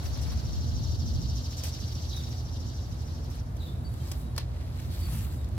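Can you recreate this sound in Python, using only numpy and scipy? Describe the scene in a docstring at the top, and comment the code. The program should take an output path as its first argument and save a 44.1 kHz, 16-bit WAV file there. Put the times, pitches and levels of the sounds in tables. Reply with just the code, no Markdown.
"""First a hand stirs a squash plant and the blades nip, over a cicada that pulses until it runs down, while a gust fades.
At 1.6 s the hand pruners shear hard; small birds twitter at 2.1 s and 3.6 s, and others whistle from 3.8 s on.
At 4.4 s a hollow stalk cracks, and around 5 s the bristly leaf is dragged out; far traffic and a machine hum throughout.
Cuts and leaves are tiny random snaps sent through resonances and colours; cicada, birds and hum are gliding tones.
Traffic, wind and air are shaped noise."""
import sys
import numpy as np
from scipy import signal
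from scipy.fft import rfft, irfft, next_fast_len
from scipy.io import wavfile
from scipy.ndimage import uniform_filter1d

SR = 44100
rng = np.random.default_rng(int(sys.argv[2]) if len(sys.argv) > 2 else 0)


def transcribe(u):
    """Save the signal u as a 16-bit wav file named by the first command-line argument.

    u: samples, shape (n,) or (channels, n), limited to [-1, 1]; the rate is SR.
    q: integer samples, one column per channel.
    """
    v = np.clip(np.atleast_2d(u).T, -1, 1)
    q = np.round(v * 32767).astype(np.int16)
    wavfile.write(sys.argv[1], SR, q)


N = 246059
TIME = np.arange(N) / SR  # seconds

# Levels in the tables are relative: later mixing steps may shift them.
# Blades biting and stalks giving way. Each row: start in seconds, level in dB,
# fade time in seconds, ring of the hollow stalk in dB against the tearing.
CUTS = [(0.043, -72, 0.0061, 7), (0.174, -57, .003, 3), (0.214, -54.5, 0.019, -9), (.277, -62, .005, 12),
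        (.319, -59.5, 0.008, 13), (1.569, -54, 0.021, -26), (1.6363, -42, 0.0033, -23),
        (1.641, -47, 0.0089, -32), (1.6535, -53, 0.005, -26), (1.6656, -51, 0.0076, -18),
        (1.682, -53.5, 0.012, -16), (2.165, -53.5, 0.0049, -16), (2.2902, -58, .003, -8),
        (3.019, -61, .004, -12), (3.3019, -61, .009, -8), (3.566, -59, .004, -13),
        (3.9405, -58, 0.0016, -12), (3.9925, -67, .003, -4), (4.0745, -61, 0.015, 6),
        (4.1155, -43, 0.0033, -8), (4.1188, -56, .001, -5), (4.1199, -52, 0.002, -11),
        (4.2138, -62, .003, -8), (4.3637, -51.5, 0.003, 6), (4.379, -42.5, 0.0007, 7.5),
        (4.3806, -42, .0027, 6.5), (4.3862, -46, .001, -3), (4.8, -57, 0.0033, -5), (4.825, -65, 0.0036, 2),
        (4.8663, -77, 0.0036, -10), (5.3433, -62, 0.0025, -14)]
# Resonances of the hollow stalk. Each row: pitch in Hz, width in Hz, level in dB.
STALK_MODES = [(960, 230, 9.5), (1760, 110, 8), (1900, 180, 3), (2550, 160, -18), (3270, 130, 2),
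               (4300, 290, 11), (5200, 250, 10), (6240, 330, -7), (10800, 480, -2), (13000, 400, -3)]
# The stem jolts as it is cut. Each row: pitch in Hz, width in Hz, level in dB.
JOLT_MODES = [(337, 58, 11), (524, 190, 4), (714, 47, -5)]
# Bright resonances that ring with each cut. Each row: pitch in Hz, width in Hz, level in dB.
BRIGHT_MODES = [(5570, 140, -14), (7760, 240, 7), (9500, 220, 2), (13500, 490, -1)]
# Colour of tearing fibres. Each row: frequency in Hz, level in dB.
TEARING_COLOUR = [(500, 7), (1500, -8), (3000, 2.5), (4200, -0.5), (6000, 7.5), (8500, -1.5), (11000, -3),
                  (13500, -6), (16000, -6)]
TEAR_SHARE = 0.99  # fibres tear at full strength for this share of the fade time
SNAP_ONSET_DB, KNOCK_DB = 16, 24  # first crack of a cut, and its knock on the stalk, above the tearing
CUT_PAN_DB = 1  # louder on the left
REFLECTION_S, REFLECTION_DB = .019, -14  # a nearby surface throws each cut back
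ECHO_TOP_HZ = 6000  # foliage soaks up the treble of the echoes

# A hand moves through the plant. Each row: time of the height in seconds, rise time in seconds,
# level of bristles in dB, of bending leaf in dB, of rubbing stalks in dB.
STROKES = [(0.063, 0.055, -52.5, -52, -72), (.3, 0.24, -68, -57, -74), (1.665, 0.05, -56, -57, -49),
           (1.72, 0.42, -60.5, -63.5, -71), (1.93, 0.026, -57, -75, -72), (2.22, 0.29, -58, -60.5, -72),
           (3.05, 0.38, -65.5, -68, -65), (3.35, 0.072, -61.5, -61, -66), (3.68, 0.12, -59.5, -67, -58),
           (4.1, 0.21, -54, -65, -57.5), (4.405, 0.039, -63, -53.5, -52), (4.62, 0.27, -71, -61, -62),
           (4.8, 0.12, -58, -57, -57.5), (4.95, 0.047, -54.5, -55, -51), (5.03, 0.13, -51.5, -64, -55),
           (5.11, 0.051, -59, -53.5, -54), (5.19, 0.19, -47.5, -61, -72), (5.52, 0.38, -68, -65, -62.5)]
# Colour of scratching bristles. Each row: frequency in Hz, level in dB.
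LEAF_COLOUR = [(400, -37), (1000, 1.5), (2700, -0.5), (4500, 0), (6300, -5.5), (7600, 4.5), (8800, -1.5),
               (11500, 0.5), (15500, -2)]
# A leaf flaps, or ticks against its neighbours. Each row: start in seconds, pitch in Hz, level in dB.
TAPS = [(3.243, 11500, -57), (3.346, 9250, -58), (3.368, 10000, -61), (3.43, 13000, -57),
        (4.829, 1900, -58), (5.087, 900, -44), (5.108, 1700, -47), (5.117, 1300, -46), (5.146, 900, -44),
        (5.17, 1000, -45), (5.186, 10000, -48), (5.218, 11500, -47), (5.266, 1200, -50), (5.445, 5000, -47),
        (5.488, 9000, -47.5), (5.55, 8500, -54), (5.567, 9000, -60)]
TAP_FADE_S, TAP_WIDTH = .003, 0.41  # how fast a tap dies; its bandwidth as a share of its pitch
FALL_SHARE = 0.77  # a stroke dies away in this share of its rise time
STIR_DB = -73.5  # the leaves never lie quite still
SNAPS_PER_S, SNAP_DB = 25, -11  # small fibres break at random; level against the bristles
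BRISTLE_SURGE_DB, BRISTLE_PATCH_DB = 0.9, 2.0  # typical swing of the whole scratch, and of each band

# The cicada's count of pulses. Each row: time in seconds, pulses sung so far.
PULSES = [(-.021, 0), (.453, 6), (.993, 13), (1.658, 22), (2.526, 34), (2.906, 39), (3.388, 45), (5.58, 71)]
# The cicada's effort. Each row: time in seconds, level in dB.
EFFORT = [(0, -50.5), (1, -48.5), (2.1, -48), (2.45, -52.5), (2.7, -51.5), (2.88, -55), (3.38, -56.5),
          (3.5, -68), (3.8, -82), (5.58, -130)]
# One pulse of its abdomen. Each row: share of the cycle, depth of the pitch dip from 0 to 1, level in dB.
PULSE_SHAPE = [(0, .06, 4), (.14, .4, 5.5), (.3, .75, -1), (.52, 1, -2), (.72, .64, -1.5), (.86, .25, -9),
               (.93, 0, -1)]
# The dip gets shallower as the song goes on. Each row: time in seconds, lowest pitch in Hz before the waver.
DIP = [(0, 3860), (.6, 3990), (1.0, 4300), (2.1, 4466), (3.4, 4570)]
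# Resonances that slide together in each pulse. Each row: multiple of the main pitch, level in dB.
SLIDING_MODES = [(.69, -14), (1, -3), (1.272, -17)]
# Fixed resonances of its body. Each row: pitch in Hz, width in Hz, level in dB.
BODY_MODES = [(3750, 40, -4), (3980, 40, -5), (4255, 40, -7), (4400, 60, -4), (4620, 50, -3),
              (5210, 45, -2), (5395, 30, -4), (5540, 25, -5), (5950, 50, -1), (6750, 90, -2)]
# Colour of the scattered song. Each row: frequency in Hz, level in dB.
HISS_COLOUR = [(2100, -36), (2800, -3.5), (3700, -0.5), (4500, 0), (5700, 3.5), (6700, -4.5), (7600, -7),
               (8400, -15), (10500, -17), (12700, -11), (15500, -28)]
# The scattered song, whose bright part leads each pulse. Each row: low edge in Hz, high edge in Hz,
# share of the cycle at its height, swing in dB at the start.
SCATTER_BANDS = [(1000, 4300, 0.47, 2.0), (4300, 5300, 0.17, 1), (5310, 20000, 0.13, 1)]
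TOP_HZ = 6050  # the pitch where there is no dip, before the waver
TYMBAL_HZ, TYMBAL_WAVER, TYMBAL_RING_S = 372, .03, .0011  # mean buckling rate, typical waver as a share, ring
BUZZ_ROUGH = .45  # how much noise is mixed into the buzz
FLUTTER_PER_S, FLUTTER_DB = 110, 1.4  # the song breaks into uneven grains
CLARITY_LOSS = .5  # dB that the clear song sinks into the hiss per dB of lost effort
SONG_DB, SONG_ECHO_DB, SONG_HISS_DB = -5, -12, -3.8  # heard directly, echoed and scattered
SWING_GROWTH_PER_S = .22  # the gaps between pulses deepen as the song goes on

# A bird twitters twice, note by note. Each row: start in seconds, length in seconds, pitch in Hz,
# sweep in Hz, arch in Hz, level in dB.
TWITTERS = [(2.102, 0.019, 4000, -950, 298, -46), (2.127, 0.011, 3860, -1000, 250, -41),
            (2.143, 0.0077, 3930, -200, 0, -46), (2.161, 0.027, 3800, 250, 420, -43),
            (2.195, 0.015, 3590, -500, 0, -49), (3.567, .018, 3550, 1900, -450, -62),
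            (3.589, .012, 4600, -600, 0, -61), (3.596, 0.019, 3950, -700, 100, -52.5),
            (3.615, 0.012, 3790, 700, 0, -51), (3.627, 0.012, 3760, 600, 0, -49),
            (3.636, 0.026, 3890, -200, 90, -53.5), (3.663, 0.011, 3590, 500, 0, -51),
            (3.677, 0.016, 3574, -300, 30, -51.5), (3.693, 0.017, 3590, -150, 0, -57),
            (3.732, .018, 3900, -150, 0, -69), (3.83, 0.0205, 3850, 400, 0, -67),
            (3.885, .024, 3820, -300, 0, -69), (3.99, .018, 3900, -150, 0, -64)]
# Other birds whistle single notes. Each row: start in seconds, length in seconds, pitch in Hz,
# sweep in Hz, level in dB.
WHISTLES = [(3.842, 0.045, 4564, -23, -50.5), (3.997, 0.04, 3175, -42, -61), (4.19, 0.14, 3860, -120, -67),
            (5.007, 0.072, 4570, -150, -50.5), (5.371, 0.068, 3760, -260, -62)]
TWITTER_PAN_DB, WHISTLE_PAN_DB = -1.5, 3  # above 0: louder on the left
TWITTER_ECHO_DB, WHISTLE_ECHO_DB = -4, -8  # scattered by the surroundings
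TWIG_ECHO_DB = -5  # the twigs right around the bird blur each note
WHISTLE_ARCH_HZ = 29.8
FAR_ECHO_S, FAR_ECHO_DB, FAR_ECHO_T60_S = .05, -9, .7  # thrown back by far trees

# Machine hum. Each row: mean pitch in Hz, level in dB.
HUM = [(59.5, -42.5), (80.5, -39), (120, -44), (237, -56.5)]
# Colour of the far traffic. Each row: frequency in Hz, level in dB.
RUMBLE_COLOUR = [(15, -38), (25, -54), (46, -3), (65, 0.5), (81, 1), (124, -3.5), (199, -17), (243, -16),
                 (270, -30.5), (348, -23), (400, -47), (520, -84), (880, -120)]
# Level of the far rumble. Each row: time in seconds, level in dB.
TRAFFIC = [(0, -34), (.37, -30.5), (.55, -35), (.66, -30.5), (1.35, -30), (1.48, -34.5), (2.0, -33.5),
           (3.15, -34.5), (4.5, -33.5), (4.78, -35), (5.14, -29.5), (5.3, -33.5), (5.58, -31)]
# A gust on the microphones. Each row: time in seconds, share of the bass power that is wind, from 0 to 1.
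GUST = [(0, 0.44), (.38, 0.66), (.55, 0.45), (1.05, 0.35), (1.35, 0.02), (5.58, 0)]
# Colour of the wind. Each row: frequency in Hz, level in dB.
WIND_COLOUR = [(28, -34), (45, -36), (70, -6.5), (105, -15.5), (150, -26), (260, -37)]
# Wash of outdoor air. Each row: time in seconds, level in dB.
BREEZE = [(0, -46), (1.0, -49.5), (3.0, -49.5), (5.58, -50)]
# Colour of the outdoor air. Each row: frequency in Hz, level in dB.
AIR_COLOUR = [(250, 8), (400, -0.5), (650, -1), (1000, -5), (1600, -12.5), (2400, -20), (4500, -24),
              (6500, -26), (8800, -28.5), (12500, -29), (16000, -56)]
RUMBLE_PAN_DB = -1.1  # louder on the right

# Left-right likeness of sound from all around. Each row: frequency in Hz, correlation from -1 to 1.
LIKENESS = [(40, 0.67), (80, 1), (130, 0.95), (260, 0.85), (550, 0.45), (1000, -0.37), (4000, 0.084),
            (15000, -0.32)]
# Colour of the microphone ports. 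Each row: frequency in Hz, level in dB.
MICROPHONE = [(6500, 0.5), (7700, 0), (8500, -1), (9700, 0.5), (11000, 0.5), (13000, 2), (15500, 2)]
CUTOFF_HZ = 15900


def pruners():
    """Each cut snaps, knocks the hollow stalk into ringing and tears fibres, which also jolt the stem."""
    fibres = crackle(per_s=12000, spread_db=2.2)
    tear, knock = np.zeros((2, N)), np.zeros((2, N))
    for s, db, fade_s, ring_db in CUTS:
        at = int(s * SR)
        t = TIME[:min(SR // 4, N - at)]
        here = slice(at, at + len(t))
        snap = place(1.0 * (t == 0), count=3)
        burst = fibres[:, here] * np.exp(-np.clip(t / fade_s - TEAR_SHARE, 0, 20))
        tear[:, here] += from_db(db) * (burst + from_db(SNAP_ONSET_DB) * snap)
        knock[:, here] += from_db(db + ring_db) * (burst + from_db(KNOCK_DB) * snap)
    stalk = 0
    for k, (hz, width_hz, db) in enumerate(STALK_MODES):
        stalk = stalk + (-1) ** k * from_db(db) * resonate(knock, hz, width_hz)  # neighbours alternate in sign
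    jolt = ring_modes(tear + knock, JOLT_MODES)
    bright = ring_modes(tear, BRIGHT_MODES)
    cut = from_db(5.0) * colour(tear, TEARING_COLOUR) + stalk + bright + from_db(-3.0) * jolt
    foliage = signal.butter(2, ECHO_TOP_HZ, fs=SR, output="sos")
    echoes = signal.sosfilt(foliage, garden(cut, t60=0.17))
    late_cut = np.roll(cut, int(REFLECTION_S * SR), axis=1)
    reflection = from_db(REFLECTION_DB) * resonate(late_cut, hz=4700, width_hz=1500)
    return panned(cut, CUT_PAN_DB) + reflection + from_db(-10.0) * echoes


def leaves():
    """Bristles scratch in clumps, broad blades rustle as they bend, stalks rasp and small fibres snap."""
    scratching = colour(crackle(per_s=2000, spread_db=2.2), LEAF_COLOUR)
    # The colour of the scratch shifts from leaf to leaf: each band drifts by itself.
    edges = np.geomspace(400, 16000, 13)
    bristles = 0
    for low, high in zip(edges, edges[1:]):
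        bristles = bristles + band(scratching, low, high) * from_db(BRISTLE_PATCH_DB * drift(11))
    bristles = rms_one(bristles) * from_db(BRISTLE_SURGE_DB * drift(29))

    bending = resonate(crackle(per_s=700, spread_db=2.6), hz=1940, width_hz=1950)
    blades = rms_one(bending) * from_db(3.5 * drift(30))

    rubbing = crackle(per_s=750, spread_db=2.2)
    rasp = rms_one(resonate(resonate(rubbing, hz=3950, width_hz=2500), hz=4070, width_hz=2600))

    starts = rng.random(N) < SNAPS_PER_S / SR
    breaks = signal.lfilter([1], [1, -np.exp(-1 / (0.024 * SR))], starts + 1e-18)  # each fades over 24 ms
    snaps = rms_one(colour(breaks * rng.standard_normal((2, N)), TEARING_COLOUR))

    power = sum((from_db(dbs)[:, None] * swell(s, rise_s)) ** 2 for s, rise_s, *dbs in STROKES)
    brush, bend, rub = np.sqrt(power)
    scratch = np.hypot(brush, from_db(STIR_DB)) * (bristles + from_db(SNAP_DB) * snaps)
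    rustle = scratch * from_db([[.9], [-.9]]) + bend * blades + rub * rasp + taps()
    return from_db(-0.5) * rustle


def taps():
    """Each tap is a brief cluster of snaps: dull for a broad leaf, bright for a dry edge."""
    snaps, out = crackle(per_s=6000, spread_db=1.5), np.zeros((2, N))
    for s, hz, db in TAPS:
        at = int(s * SR)
        t = TIME[:min(SR // 10, N - at)]
        width_hz = TAP_WIDTH * hz
        burst = resonate(snaps[:, at:at + len(t)] * np.exp(-t / TAP_FADE_S), hz, width_hz)
        # A narrow resonance lets less through, so it is made up here.
        out[:, at:at + len(t)] += from_db(db) * burst * np.sqrt(SR / (np.pi * width_hz))
    return out


def swell(s, rise_s):
    """A movement builds up to its height at s and dies away faster."""
    return np.exp(-np.maximum((s - TIME) / rise_s, (TIME - s) / (FALL_SHARE * rise_s)) ** 1.25)


def cicada():
    """Tymbal clicks ring an abdomen whose pitch dips in every pulse; the trees smear part into a hiss."""
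    cycle = np.interp(TIME, *np.transpose(PULSES))
    share, depth, db = np.transpose(PULSE_SHAPE)
    dip_hz = TOP_HZ - np.interp(TIME, *np.transpose(DIP))
    pitch = TOP_HZ - dip_hz * np.interp(cycle, share, depth, period=1)
    pitch = pitch * (1 + 0.0072 * drift(30.8))

    # The tymbals buckle at a nearly steady rate.
    clicks_so_far = np.cumsum(TYMBAL_HZ * (1 + TYMBAL_WAVER * drift(9.4))) / SR
    since_click_s = clicks_so_far % 1 / TYMBAL_HZ
    clicks = uniform_filter1d(np.exp(-since_click_s / TYMBAL_RING_S), size=16)
    force = from_db(np.interp(cycle, share, db, period=1)) * rms_one(clicks)

    damping = signal.butter(2, 90, fs=SR, output="sos")
    song = 0
    for multiple, mode_db in SLIDING_MODES:
        grit = rms_one(signal.sosfilt(damping, rng.standard_normal(N)))
        buzz = 1 - BUZZ_ROUGH + BUZZ_ROUGH * grit
        buzz /= np.sqrt(uniform_filter1d(buzz ** 2, size=500) + 1e-9)  # the muscle pulls evenly
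        tone = np.sqrt(2) * np.sin(2 * np.pi * multiple * np.cumsum(pitch) / SR)
        song += from_db(mode_db) * force * buzz * tone
    song = place(song * rms_one(from_db(FLUTTER_DB * drift(FLUTTER_PER_S))), count=10)
    effort = level(EFFORT)
    song = song * (effort / effort.max()) ** CLARITY_LOSS

    scattered = diffuse(HISS_COLOUR) * from_db(1.6 * drift(34))
    deepening = 1 + SWING_GROWTH_PER_S * TIME
    hiss = 0
    for low, high, height, swing_db in SCATTER_BANDS:
        swing = deepening * swing_db * np.cos(2 * np.pi * (cycle - height))
        hiss = hiss + band(scattered, low, high) * from_db(swing)

    echo = garden(song, t60=0.14)
    song = from_db(SONG_DB) * song + from_db(SONG_ECHO_DB) * echo + from_db(SONG_HISS_DB) * hiss
    body = ring_modes(song, BODY_MODES)
    return effort * (from_db(1.0) * song + from_db(5.0) * body) * from_db([[.4], [-.4]])


def birds():
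    """Twitters are quick, uneven sweeps blurred by twigs; whistles sag a little. Far trees return both."""
    twitter = panned(sum(note(*row) for row in TWITTERS), TWITTER_PAN_DB)
    twitter = twitter + from_db(TWIG_ECHO_DB) * garden(twitter, t60=0.077)
    whistle = 0
    for s, length_s, hz, sweep_hz, db in WHISTLES:
        whistle = whistle + note(s, length_s, hz, sweep_hz, WHISTLE_ARCH_HZ, db)
    whistle = panned(whistle, WHISTLE_PAN_DB)
    near = garden(from_db(TWITTER_ECHO_DB) * twitter + from_db(WHISTLE_ECHO_DB) * whistle, t60=0.29)
    late = np.roll(twitter + whistle, int(FAR_ECHO_S * SR), axis=1)
    far = from_db(FAR_ECHO_DB) * garden(late, t60=FAR_ECHO_T60_S)
    return twitter + whistle + near + far


def note(s, length_s, hz, sweep_hz, arch_hz, db):
    """One pure bird note: it sweeps through its pitch, and a positive arch makes both ends droop."""
    u = np.linspace(-1, 1, int(length_s * SR))  # from the start to the end of the note
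    pitch = hz + sweep_hz * u / 2 - arch_hz * u ** 2
    tone = np.sin(2 * np.pi * np.cumsum(pitch) / SR) * signal.windows.tukey(len(u), .5)
    return from_db(db) * np.pad(tone, (int(s * SR), N))[:N]


def distance():
    """Far traffic, a wavering machine hum and a wash of air; a gust buffets each microphone on its own."""
    hum = 0
    for hz, db in HUM:
        pitch = hz * (1 + 0.01138 * drift(5.36))
        tone = np.sqrt(2) * np.sin(2 * np.pi * np.cumsum(pitch) / SR)
        hum = hum + from_db(db + 2 * drift(3.3)) * tone
    far = panned(rms_one(from_db(-34.0) * diffuse(RUMBLE_COLOUR) + hum), RUMBLE_PAN_DB)
    wind = rms_one(colour(rng.standard_normal((2, N)), WIND_COLOUR)) * from_db([[1.3], [-1.3]])
    share = np.clip(np.interp(TIME, *np.transpose(GUST)), 0, 1)
    low = np.sqrt(1 - share) * far + np.sqrt(share) * wind
    low /= np.sqrt(uniform_filter1d(np.mean(low, axis=0) ** 2, size=6500))  # the rumble rolls evenly
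    highpass = signal.butter(2, 34, "high", fs=SR, output="sos")
    low = signal.sosfilt(highpass, level(TRAFFIC) * low)
    return from_db(0.6) * low + level(BREEZE) * diffuse(AIR_COLOUR)


def diffuse(spectrum):
    """Sound from all around: the table of likeness sets how alike both microphones hear it."""
    alike = np.clip(per_bin(LIKENESS), -1, 1)
    mid, side = rfft(rng.standard_normal((2, N)))
    pair = np.sqrt(1 + alike) * mid + np.sqrt(1 - alike) * side * [[1], [-1]]
    return rms_one(colour(irfft(pair, N), spectrum))


def garden(x, t60):
    """Scattered echoes from trees, fence and ground, which fall by 60 dB in t60 seconds."""
    t = TIME[:SR // 2]
    echoes = rng.standard_normal((2, len(t))) * from_db(-60 * t / t60) * (t > .004)
    echoes /= np.sqrt(np.sum(echoes ** 2, axis=1, keepdims=True))
    return signal.fftconvolve(x, echoes, axes=1)[:, :N]


def crackle(per_s, spread_db):
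    """Snaps in the plant, heard directly and scattered by the leaves around."""
    scattered = np.array([grains(per_s, spread_db), grains(per_s, spread_db)])
    return rms_one(place(grains(per_s, spread_db), count=4) + scattered)


def grains(per_s, spread_db):
    """Tiny random snaps of uneven size."""
    sizes = from_db(spread_db * np.minimum(rng.exponential(1, N), 4)) * rng.choice([-1, 1], N)
    return rms_one(sizes * (rng.random(N) < per_s / SR))


def resonate(x, hz, width_hz):
    """One resonance with a gain of about 1 on top."""
    r = np.exp(-np.pi * width_hz / SR)
    top = np.array([1, 0, -1]) * (1 - r * r) / 2
    return signal.lfilter(top, [1, -2 * r * np.cos(2 * np.pi * hz / SR), r * r], x + 1e-18)


def ring_modes(x, modes):
    """Several resonances ring at once."""
    return sum(from_db(db) * resonate(x, hz, width_hz) for hz, width_hz, db in modes)


def place(x, count):
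    """A source to one side reaches the right microphone count samples later."""
    return np.array([x, np.roll(x, count)])


def panned(x, pan_db):
    """Louder on the left by pan_db."""
    return x * from_db(np.array([[pan_db], [-pan_db]]) / 2)


def drift(rate):
    """Smooth chance with spread 1: noise whose changes faster than rate, in Hz, are damped."""
    r = np.exp(-80 * np.pi * rate / SR)  # worked out at every 40th sample
    slow = signal.lfilter([1], [1, -2 * r, r * r], rng.standard_normal(N // 40 + 2002))[2000:]
    return np.interp(np.arange(N) / 40, np.arange(len(slow)), rms_one(slow))


def colour(x, spectrum):
    """Give x a spectrum that falls away steeply outside the table."""
    skirts = [(spectrum[0][0] / 2, -70), *spectrum, (spectrum[-1][0] * 2, -70)]
    return irfft(rfft(x) * from_db(per_bin(skirts)), N)


def band(x, low_hz, high_hz):
    """The part of x between two frequencies."""
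    size = next_fast_len(N, real=True)
    hz = np.arange(size // 2 + 1) * SR / size
    return irfft(rfft(x, size) * ((hz >= low_hz) & (hz < high_hz)), size)[..., :N]


def per_bin(points):
    """A (Hz, value) table read at every frequency of the spectrum."""
    hz, value = np.transpose(points)
    return np.interp(np.log(np.arange(N // 2 + 1) * SR / N + 1e-3), np.log(hz), value)


def level(rows):
    """A (seconds, dB) curve as a gain at every sample."""
    return from_db(np.interp(TIME, *np.transpose(rows)))


def rms_one(x):
    """Scale to unit power."""
    return x / np.sqrt(np.mean(x ** 2) + 1e-20)


def from_db(db):
    """Decibels to gain."""
    return 10 ** (np.asarray(db) / 20)


def scene():
    """The work in the plant, with the garden around it."""
    return pruners() + leaves() + cicada() + birds() + distance()


def record(dry):
    """The microphone ports colour the treble, and the top is cut steeply."""
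    coloured = irfft(rfft(dry) * from_db(per_bin(MICROPHONE)), N)
    return signal.sosfilt(signal.ellip(12, .1, 80, CUTOFF_HZ, fs=SR, output="sos"), coloured)


dry = scene()
out = record(dry)
transcribe(out)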